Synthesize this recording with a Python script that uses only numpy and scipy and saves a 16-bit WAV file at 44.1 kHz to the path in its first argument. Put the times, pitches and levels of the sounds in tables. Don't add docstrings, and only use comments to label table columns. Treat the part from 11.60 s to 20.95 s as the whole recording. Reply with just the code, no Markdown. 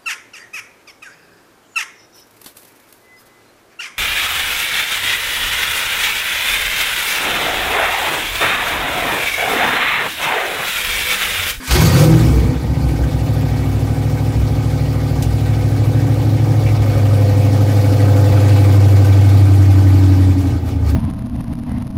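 import sys
import numpy as np
from scipy import signal
from scipy.io import wavfile
from scipy.ndimage import uniform_filter1d

SR = 44100
rng = np.random.default_rng(int(sys.argv[2]) if len(sys.argv) > 2 else 0)


def how_loud(loudness_db):
    steps = np.asarray(loudness_db, float) / 20
    return 10 ** steps


def store_pcm(level_fs):
    pcm = np.round(np.clip(level_fs, -1, 1) * 32767).astype(np.int16)
    wavfile.write(sys.argv[1], SR, np.atleast_2d(pcm).T)


N = 412335


def rms_one(x):
    return x / np.sqrt(np.mean(x ** 2) + 1e-20)


def in_time(rows):
    s, *columns = np.transpose(rows)
    return [np.interp(np.arange(N) / SR, s, column) for column in columns]


def drift(rate_hz, size=1):
    r = np.exp(-80 * np.pi * rate_hz / SR)
    noise = rng.standard_normal(N // 40 + 2002)
    slow = signal.lfilter([1], [1, -2 * r, r * r], noise)[2000:]
    return np.interp(np.arange(0, N, size) / 40, np.arange(len(slow)), rms_one(slow))


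def resonance(x, hz, width_hz):
    r = np.exp(-np.pi * width_hz / SR)
    ringing = [1, -2 * r * np.cos(2 * np.pi * hz / SR), r * r]
    return signal.lfilter([(1 - r * r) / 2, 0, (r * r - 1) / 2], ringing, x)


def rung(x, modes, skirt):
    out = 0
    for k, (hz, width_hz, db) in enumerate(modes):
        mode = resonance(resonance(x, hz, skirt * width_hz), hz, width_hz)
        out = out + (-1) ** k * how_loud(db) * rms_one(mode)
    return out / np.sqrt(uniform_filter1d(out ** 2, SR // 2))


def air_mode(puffs, hz, width_hz):
    mode = resonance(resonance(puffs, hz, width_hz), hz, width_hz)
    return mode / np.sqrt(uniform_filter1d(mode ** 2, SR // 10) + 1e-12)


def swell(rows):
    t = np.arange(0, N + 64, 64) / SR
    gain = 0
    for s, db, rise_s, fall_s in rows:
        away = np.maximum((s - t) / max(rise_s, .005), (t - s) / max(fall_s, .005))
        gain = gain + how_loud(db - 20 * away)
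    return np.interp(np.arange(N) / SR, t, gain)


def coloured(spectrum, patchy_db):
    hz, db = np.transpose(spectrum)
    edges = np.geomspace(hz[0], hz[-1], int(4 * np.log2(hz[-1] / hz[0])) + 2)
    white, out = rng.standard_normal((2, N)), 0
    for k, (low, high) in enumerate(zip(edges, edges[1:])):
        band_pass = signal.butter(2, [low, high], "band", fs=SR, output="sos")
        band = signal.sosfilt(band_pass, white[k % 2])
        band_db = np.interp(np.log(low * high) / 2, np.log(hz), db)
        out = out + band * how_loud(band_db + patchy_db * drift(21.0))
    return rms_one(out)


def cabin(x, t60_s, wet_db):
    t = np.arange(SR // 4) / SR
    tail = rng.standard_normal(len(t)) * how_loud(-60 * t / t60_s) * (t > .002)
    wet = signal.fftconvolve(x, tail / np.sqrt(np.sum(tail ** 2)))[:N]
    return (x + how_loud(wet_db) * wet) / np.sqrt(1 + how_loud(2 * wet_db))


# time_s, hum_hz, hum_db, rumble_db, whine_db
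STARTER_TURN = [
    (0, 262, -33, -40, -45),
    (.05, 254, -34, -42, -39.5),
    (.1, 265, -38, -48, -48),
    (.14, 270, -71, -70, -70),
]


def starter():
    hz, hum_db, rumble_db, whine_db = in_time(STARTER_TURN)
    noise, t = rng.standard_normal(N), np.arange(N) / SR
    hum = how_loud(hum_db) * np.sin(2 * np.pi * np.cumsum(hz) / SR)
    rumble = how_loud(rumble_db) * rms_one(resonance(noise, 210, 310))
    whine = how_loud(whine_db) * rms_one(resonance(noise, 1570, 98))
    brush_hiss = rms_one(resonance(resonance(noise, 8000, 9000), 8000, 9000))
    brush = how_loud(whine_db + 1) * np.clip(t / .04, 0, 1) * brush_hiss
    crack_gain = how_loud(-16.0 - 60 * np.abs(t - .108) / 0.18) * (t > .108)
    crack = crack_gain * rms_one(resonance(noise, 1800, 2100))
    return (hum + rumble + whine + brush) * (t < .15) + crack


GRIND_DB = 15


def starter_grind_db():
    t = np.arange(N) / SR
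    let_go_s = 0.455
    meshed = GRIND_DB * np.clip(1 + (t - 0.12) / 0.12, 0, 1)
    spin_down = 10.5 * np.clip(1 - (t - let_go_s) / 0.55, 0, 1)
    return uniform_filter1d(np.where(t < let_go_s, meshed, spin_down), size=SR // 40)


# pitch_hz, level_db
GEAR_TONES = [(2471, -49), (2643, -45), (4538, -39), (4780, -42), (5313, -46), (5642, -48), (6255, -45),
              (6654, -45)]


def gear_song(grind_db):
    noise = rng.standard_normal(N)
    tones = sum(how_loud(db) * rms_one(resonance(noise, hz, 30)) for hz, db in GEAR_TONES)
    return how_loud(3.5 + 2.8 * (grind_db - GRIND_DB)) * tones


# time_s, change_db, half_width_s
FLURRIES = [(.15, 1.5, .07), (.125, 2, 0.015), (.162, 2.5, .012), (.215, 2.5, .02), (.265, 1.5, .012),
            (.37, 1, .015), (.41, 1, 0.018), (.31, -1.8, .03), (1.3, 2, .025), (3.5, 0.5, 0.024),
            (5.19, -1.5, 0.014), (6.17, 1.2, 0.076), (8.76, -2.5, 0.033), (9.02, -6.5, 0.055),
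            (9.18, -8.5, 0.054), (9.3, 7, 0.014)]


def flurries_db():
    t = np.arange(0, N + 32, 32) / SR
    change_db = sum(db * np.exp(-((t - s) / width_s) ** 2) for s, db, width_s in FLURRIES)
    return np.interp(np.arange(N) / SR, t, change_db)


# start_s, level_db, pitch_hz, length_s
CLATTER = [(5.06, -36, 2300, .03), (5.085, -37, 2120, 0.032), (5.147, -41, 2210, .03),
           (5.221, -44, 2320, .02), (6.094, -37, 1770, .02), (6.389, -40, 1990, .02),
           (6.575, -36, 1400, .025), (6.67, -42, 2650, .03), (6.72, -39, 1930, .02), (6.76, -33, 1350, .02),
           (6.808, -40, 2500, .015), (6.915, -35, 2700, .012), (7.033, -40, 2280, 0.027),
           (7.08, -44, 2250, 0.045)]


def clatter(grit):
    out, t = np.zeros(N), np.arange(SR // 8) / SR
    for s, db, hz, length_s in CLATTER:
        at = round(s * SR)
        ring = rms_one(resonance(grit[at:at + len(t)], hz, 140))
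        fade = how_loud(db - 20 * np.maximum(t - length_s, 0) / 0.013)
        out[at:at + len(t)] += fade * np.minimum(t / .004, 1) * ring
    return out


# pitch_hz, level_db (per Hz)
RASP = [(560, -74), (950, -12), (1000, -3.5), (1170, -3.5), (1440, -5), (2180, -7.5), (2820, -11),
        (3190, -12), (3630, -13), (4760, -12), (6000, -18.5), (7800, -25.5), (13200, -120)]
# pitch_hz, level_db (per Hz)
HISS = [(2940, -7), (5000, -8), (8470, -8.5), (15100, -10), (15700, -10)]
# pitch_hz, width_hz, level_db
COVERS = [(1536, 50, -16), (1930, 24, -26), (2240, 150, -12.5), (2470, 73, -30), (4520, 560, -21),
          (6970, 180, -28)]


def engine_bay(cycles, rasp_db, hiss_db):
    leak_opens = np.clip(np.arange(N) / SR - .3, 0, 1)
    puff = (np.exp(-2.5 * ((cycles - .48) % 1)) - .4) * leak_opens
    tick = np.exp(-3.0 * (8 * cycles % 1)) - .3
    grit = rng.standard_normal(N) * how_loud(2.5 * np.minimum(rng.exponential(1, N), 5))
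    ringing = 0
    for hz, width_hz, db in COVERS:
        ringing = ringing + how_loud(db + 2.2 * drift(9.0)) * rms_one(resonance(grit, hz, width_hz))
    rasp = cabin(rms_one(coloured(RASP, patchy_db=2.5) + ringing), t60_s=0.067, wet_db=-8.0)
    hiss = cabin(coloured(HISS, patchy_db=2.0), t60_s=0.15, wet_db=-32.0)
    rasp = how_loud(rasp_db + 3.2 * puff + 0.38 * tick) * rasp
    hiss = how_loud(hiss_db + 3.4 * puff + 0.5 * tick) * hiss
    return rasp + clatter(grit) + hiss


# start_s, peak_db, fade_s
# (time to fall 60 dB)
SNAPS = [(0.0737, -13.5, 0.08), (0.1092, -12, 0.081), (1.2855, -35, 0.06), (3.6225, -14.5, 0.1),
         (5.0529, -28, 0.06), (5.221, -28, 0.06), (5.7019, -35, 0.06), (6.8783, -29, 0.06),
         (8.288, -34, 0.068), (8.8124, -30, 0.06), (8.8712, -32.5, 0.06), (9.0867, -28, 0.049),
         (9.275, -40, 0.06), (9.2965, -29, 0.053)]


def snaps():
    envelope, t = np.zeros(N), np.arange(SR // 5) / SR
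    for s, db, fade_s in SNAPS:
        at = round(s * SR)
        burst = how_loud(db - 9.5 - 60 * t / max(fade_s, .005)) * np.minimum(t / 0.0021, 1)
        envelope[at:at + len(t)] += burst[:N - at]
    band_pass = signal.butter(1, [2500, 10000], "band", fs=SR, output="sos")
    return envelope * rms_one(signal.sosfilt(band_pass, rng.standard_normal(N)))


def firing_note(cycles, note_db):
    phase = 2 * np.pi * 8 * cycles + .15 * drift(4) + .4
    return how_loud(note_db + .5 * drift(12)) * np.sqrt(2) * np.cos(phase)


# pitch_hz, half_width_hz, lift_db
DOORWAY = [(104, 15, 10), (283, 19, 11.5), (235, 28, -6)]


def doorway_db(hz):
    return sum(db * np.exp(-((hz - mid_hz) / width_hz) ** 2) for mid_hz, width_hz, db in DOORWAY)


# multiple, level_db
SEAT_ORDERS = [(1, -50), (2, -47), (3, -23), (4, -43), (5, -3.5), (6, -16), (7, -44), (8, 0), (9, -8),
               (10, -13), (11, -4.5), (12, -20), (13, -19.5), (14, -28), (15, -50), (16, -20), (17, -24.5),
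               (18, -25), (19, -12), (20, -36), (21, -12), (22, -40), (23, -24.5), (24, -27), (25, -26.5),
               (26, -24), (27, -38), (28, -23), (29, -72), (30, -56)]
# multiple, level_db
DOOR_ORDERS = [(1, -57), (2, -60), (3, -92), (4, -68), (5, -41), (6, -36), (7, -24), (8, 0), (9, -22),
               (10, -14), (11, -20), (12, -58), (13, -74), (14, -66), (15, -47), (16, -26), (17, -53),
               (18, -44), (19, -43), (20, -64), (21, -23), (22, -22.5), (23, -25.5), (24, -21), (25, -25.5),
               (26, -33), (27, -39), (28, -47), (29, -30), (30, -51)]
# multiple, level_db
OUTSIDE_ORDERS = [(1, -61), (2, -56), (3, -49), (4, -47), (5, -22), (6, -36), (7, -21), (8, 0), (9, -16),
                  (10, -16), (11, -16.5), (12, -43), (13, -27), (14, -38), (15, -43), (16, -36), (17, -27),
                  (18, -39), (19, -42), (20, -49), (21, -21), (22, -28), (23, -27), (24, -9.5), (25, -18.5),
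                  (26, -22), (27, -17), (28, -21), (29, -26), (30, -28.5)]
# multiple, seat_db, door_db, outside_db
UPPER_ORDERS = [(32, -35, -35, -39), (33, -28, -33, -38), (34, -38.5, -31, -36), (35, -34.5, -40, -32),
                (36, -38, -38, -43), (37, -32, -44, -29), (38, -24, -42, -45), (39, -30.5, -38, -49),
                (40, -32, -24.5, -38), (41, -35, -25, -43), (42, -36, -36, -38), (43, -32.5, -36, -38),
                (44, -42, -30, -41), (45, -36, -57, -48), (46, -41, -36, -32), (47, -33, -46, -42),
                (49, -40, -45, -44), (50, -35.5, -38, -47), (51, -38, -38, -39), (53, -35, -35, -36),
                (54, -39, -40, -46), (56, -29.5, -34.5, -52), (57, -37, -38, -43), (59, -36, -39, -44),
                (61, -34.5, -46, -31), (62, -34, -42, -50), (62.2, -37, -53, -43), (65.14, -39.5, -33, -52),
                (67.53, -45, -32, -39)]
# pitch_hz, gain_db
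CABIN = [(35, -3), (62, -10), (82, -8), (108, -6.5), (165, -6), (195, -19), (225, -15.5), (260, -9.5),
         (295, -18), (325, -1), (355, -9.5), (620, -24)]
# multiple, change_db (at full flare)
RACING = [(1, 0), (4, 0), (5, -9), (6, 15), (7, -4), (9, -4.5), (10, 6.5), (11, 0), (12, 3), (13, 4),
          (14, 11), (16, 6), (19, -3), (21, -11), (24, 0), (26, 13), (30, 3), (40, -5), (67, -2)]
# multiple, leaning_db (from the seat), half_way_db (to the door)
LEANING = [(5, -2, -2), (7, 8, -3), (9, 4, 0), (12, -2, 6), (13, 3, 2), (16, -5.5, 1.5), (17, 5, 0),
           (19, -3, 3), (20, 8, 0), (21, 2, -0.5), (22, 3, 7), (23, 3.5, 1), (24, 3.5, -2), (39, 2, -8),
           (40, -3, 4.5), (41, 0, -5), (42, 0, 6.5)]


def lope(cycles, per_s, place, lope_db):
    cycles, cycle_hz, place = cycles[::8], per_s[::8] / 8, np.minimum(place[::8], 2)
    settled_hz = np.interp(place, [0, 1, 2], [13.2, 12.4, 11.9])
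    cabin_hz, cabin_db = np.transpose(CABIN)
    scatter = rng.uniform(-np.pi, np.pi, len(SEAT_ORDERS) + len(UPPER_ORDERS))
    lower = []
    for (k, seat), (_, door), (_, outside) in zip(SEAT_ORDERS, DOOR_ORDERS, OUTSIDE_ORDERS):
        lower.append((k, seat, door, outside))

    leaning = np.interp(place, [.065, .11, .16, .4], [0, 1, 1, 0])
    half_way = np.interp(place, [.2, .6, .75, 1.1], [0, 1, 1, 0])
    on_the_way = {k: leaning * lean_db + half_way * half_db for k, lean_db, half_db in LEANING}
    racing = np.clip((cycle_hz - 13.6) / 2.5, 0, 1)
    racing = np.maximum(racing, np.clip(4.5 - cycles, 0, 1))

    out = 0
    for (k, seat_db, door_db, out_db), turn in zip(lower + UPPER_ORDERS, scatter):
        k = round(k)
        upper = k > len(lower)
        now_hz, usual_hz = k * cycle_hz, k * settled_hz
        moved_db = np.interp(now_hz, cabin_hz, cabin_db) - np.interp(usual_hz, cabin_hz, cabin_db)
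        moved_db = np.minimum(moved_db, 25 * np.maximum(1 - place, .05))
        moved_db = moved_db + np.clip(place - 1, 0, 1) * (doorway_db(now_hz) - doorway_db(usual_hz))
        level_db = np.interp(place, [0, 1, 2], [seat_db, door_db + 8, out_db + 9])
        level_db = level_db + on_the_way.get(k, 0) + moved_db
        level_db = level_db + racing * np.interp(k, *np.transpose(RACING))
        level_db = level_db + 2 * upper * np.minimum(1, 3 - 2 * place) + 1.1 * drift(3.8, size=8)

        if upper:
            lined_up = 2 * np.pi * k * 0.0799 + (0.31 + place) * turn
        elif k % 8 == 0:
            lined_up = .1 * k
        else:
            bass_lag = .12 * max(8 - k, 0) ** 2
            lined_up = turn * np.clip((k - 11) / 8, .05, 1) + 1.96 * place * turn - bass_lag
        phase = 2 * np.pi * k * cycles + lined_up + 0.0094 * k * drift(5.7, size=8)
        if k != 8:
            out = out + how_loud(level_db) * np.cos(phase)
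    return how_loud(lope_db) * signal.resample_poly(out, 8, 1)[:N]


# peak_s, level_db, rise_s, fall_s, pitch_hz
JOLTS = [(.15, -20, .04, .088, 363), (.42, -21, .15, 0.26, 537), (.47, -20.5, .2, .2, 500),
         (.64, -22, .1, 0.5, 258), (.74, -26, .1, 0.36, 451), (.89, -27, .15, .15, 492),
         (.93, -20, .3, 0.1, 256.3), (1.3, -28.5, .2, 0.5, 325.5), (5.3, -31, .4, .5, 556),
         (5.6, -35, .5, .5, 705), (8.66, -29, .3, .3, 190), (8.95, -23, .4, -0.1, 284),
         (9.19, -30, 0.09, -0.3, 279), (9.33, -24, 0.11, 1, 275)]


def jolts(puffs):
    out = np.zeros(N)
    for s, db, rise_s, fall_s, hz in JOLTS:
        near = slice(max(round((s - 1) * SR), 0), round((s + 1) * SR))
        gain = swell([(s, db, rise_s, fall_s)])[near]
        out[near] += gain * air_mode(puffs[near], hz, width_hz=15)
    return out


# pitch_hz, width_hz, level_db
PIPES = [(62, 45, -9), (104.6, 56, 0.5), (152, 65, -4), (253, 63.4, -2), (276.7, 47, -3), (465, 64, -16),
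         (852, 130, -21)]
# peak_s, level_db, rise_s, fall_s (per 20 dB)
BOOM = [(.125, -10, .1, 0.1), (.768, -6.5, 0.42, 0.3), (1.132, -18, 0.059, 0), (1.27, -14, 0.12, 0.2),
        (1.412, -14, 0.14, 0.3), (1.562, -20, 0.15, 0), (1.7, -24, .09, -0.5), (1.95, -16, 0.14, -0.2),
        (2.8, -13.5, 0.17, 0.3), (3.63, -17.5, .15, 0.3), (5.1, -19.5, .3, 1.3), (6.74, -23, .12, .12),
        (9.02, -25.5, 0.54, .2)]
# peak_s, level_db, rise_s, fall_s (per 20 dB)
BARK = [
    (.22, -10.5, 0.05, 0.5),
]


def uneven_firings(cycles, rough_db):
    fired = np.flatnonzero(np.diff(np.floor(8 * cycles)))
    draw = rng.standard_normal((len(fired), 2))
    puffs = np.full(N, 1e-18)
    puffs[np.clip(fired + (30 * draw[:, 1]).astype(int), 0, N - 1)] = draw[:, 0] + 0.21
    beat = np.zeros(N)
    beat[np.flatnonzero(np.diff(np.floor(cycles)))] = 1
    alternate = beat * (-1) ** np.floor(cycles)
    boom = swell(BOOM) * how_loud(-3.5) * air_mode(puffs + how_loud(8) * alternate, hz=61.3, width_hz=12)
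    bark = swell(BARK) * air_mode(puffs + how_loud(6.5) * beat, hz=161.5, width_hz=9.3)
    return how_loud(rough_db - 2.5) * rung(puffs, PIPES, skirt=3.24) + boom + bark + jolts(puffs)


# pitch_hz, width_hz, level_db
PANELS = [(363, 31, 8.5), (397, 53, 4), (454, 52, 5), (614, 58, 4.5), (672, 56, 3.5), (749, 94, 6.5),
          (809, 34, 6.5), (839, 53, 2), (934, 130, -1.5), (1027, 94, -2.5), (1205, 81, 1.5)]
# pitch_hz, width_hz, level_db
DOOR_SKIN = [(491, 14, -0.5), (515.3, 18, -6), (548, 9.3, -3.5)]


def panels(cycles, panel_db, skin_db):
    count = np.floor(8 * cycles)
    fired = np.flatnonzero(np.diff(count))
    cylinder = np.arange(8)
    habit = .35 + .9 * np.cos(2 * np.pi * 3 * cylinder / 8) + .5 * np.cos(np.pi * cylinder / 2)
    habit = habit + .2 * rng.standard_normal(8)
    knocks = how_loud(-28.0) * rng.standard_normal(N)
    strength = 1 + 0.17 * rng.standard_normal(len(fired))
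    knocks[fired] += habit[count[fired].astype(int) % 8] * strength
    sheets = how_loud(panel_db - 0.5) * rung(knocks, PANELS, skirt=1.46)
    return sheets + how_loud(skin_db - 1.5) * rung(knocks, DOOR_SKIN, skirt=3.6)


# time_s, firings_per_s
FLARE = [
    (0, 48),
    (.15, 66.4),
    (.3, 114),
    (.43, 153),
    (.53, 164),
    (.7, 150),
    (.85, 128),
    (1.0, 113),
    (1.3, 107),
]
# time_s, firings_per_s
IDLE = [(1.8, 107.2), (2.1, 102.5), (2.45, 106.2), (3.3, 105.9), (3.75, 104.9), (4.3, 105.5), (4.9, 107.3),
        (5.3, 103.1), (5.7, 100.3), (6.1, 101.7), (6.5, 100.2), (7.0, 99.8), (7.3, 98.5), (7.7, 98.6),
        (8.1, 96.1), (8.5, 94.4), (8.75, 91.5), (9.35, 72.5)]


def engine_speed():
    per_s, = in_time(FLARE + IDLE)
    late = ((np.arange(N) / SR - 2.83) / .15) ** 2
    return per_s + 1.8 * (2 * late - 1) * np.exp(-late)


# time_s, load_db
LOAD = [
    (.06, -17),
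    (.14, 0),
    (.26, 6),
    (.35, 8),
    (.48, 8.5),
    (.6, 4.5),
    (.76, -1),
    (.96, -10.5),
    (1.2, -1.5),
]
# time_s, place (0 seat, 1 door, 2 stepping out, 3 turning away), note_db, bonnet_db
LISTENER = [(1.2, 0, -19, -38.5), (1.8, 0.042, -16.5, -37), (3.6, 0.06, -16.5, -37.5),
            (4.0, 0.07, -13.5, -37), (4.9, 0.25, -11.5, -36.5), (5.25, 0.45, -10.5, -35),
            (5.7, 0.73, -9, -34.5), (6.1, 0.68, -10, -34), (6.9, 1.1, -6.5, -31.6), (7.6, 1.32, -5.5, -33),
            (8.15, 1.9, -5.5, -34.5), (8.68, 3, -7.5, -36), (8.95, 2.5, -18, -39), (9.14, 2.6, -19.5, -37),
            (9.27, 2.8, -13, -39.5), (9.35, 3, -11.5, -41.5)]
# place, lope_db, uneven_db, panels_db (over bonnet), skin_db (over panels)
HEARD = [
    (0, -15.5, -28.5, 2, -6),
    (.15, -12, -22.5, 1, 1),
    (.5, -12.5, -24, 2.5, 4.5),
    (.9, -10.5, -23, 0, 1.5),
    (1.3, -13.5, -22.5, 3, -8),
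    (1.8, -16.5, -24.5, 4.5, -19),
    (2, -17, -24, 4.5, -14.5),
    (2.3, -18, -17.5, 5, -12),
    (2.6, -17, -24, 4.5, -19),
    (3, -19, -23, 3, -10),
]


def scene():
    per_s, t = engine_speed(), np.arange(N) / SR
    load_db, = in_time(LOAD)
    place, note_db, bonnet_db = in_time(LISTENER)
    place = np.clip(place, 0, 3)
    at, *columns = np.transpose(HEARD)
    lope_db, rough_db, panel_db, skin_db = [np.interp(place, at, column) for column in columns]
    flurry_db, grind_db = flurries_db(), starter_grind_db()
    falter_db = np.minimum(flurry_db, 0)

    cold_db = 13 * np.exp(-np.maximum(t - .9, 0) / .8) * np.clip((t - .07) / 0.095, 0, 1)
    lope_db = lope_db + 0.32 * load_db + .4 * falter_db
    rough_db = rough_db + 0.11 * load_db + cold_db
    panel_db = panel_db + bonnet_db + 0.14 * load_db + 0.76 * grind_db + falter_db
    skin_db = skin_db + panel_db + 0.13 * load_db + 0.14 * cold_db
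    rasp_db = bonnet_db + flurry_db + grind_db
    hiss_db = bonnet_db - 6.5 + 1.3 * flurry_db + 1.26 * grind_db + 0.17 * np.minimum(load_db, 0)

    cycles = np.cumsum(per_s) / 8 / SR + 0.423
    caught = np.clip((t - .075) / 0.045, 0, 1)
    starting = starter() + gear_song(grind_db)
    bay = engine_bay(cycles, rasp_db, hiss_db)
    exhaust = firing_note(cycles, note_db + load_db) + lope(cycles, per_s, place, lope_db)
    exhaust = exhaust + uneven_firings(cycles, rough_db)
    body = panels(cycles, panel_db, skin_db)
    return (starting + bay + snaps() + caught * (exhaust + body))[None]


def band_limit(x):
    return signal.sosfilt(signal.butter(12, 16890, fs=SR, output="sos"), x)


def record(dry):
    bass_cut = signal.butter(2, 40, "high", fs=SR, output="sos")
    top_cut = signal.ellip(10, .5, 70, 15680, fs=SR, output="sos")
    x = signal.sosfilt(bass_cut, dry)
    rounded = 1.213 * np.tanh(x / 1.104)
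    mix = signal.sosfilt(top_cut, rounded)
    return band_limit(mix)


dry = scene()
out = record(dry)
store_pcm(out)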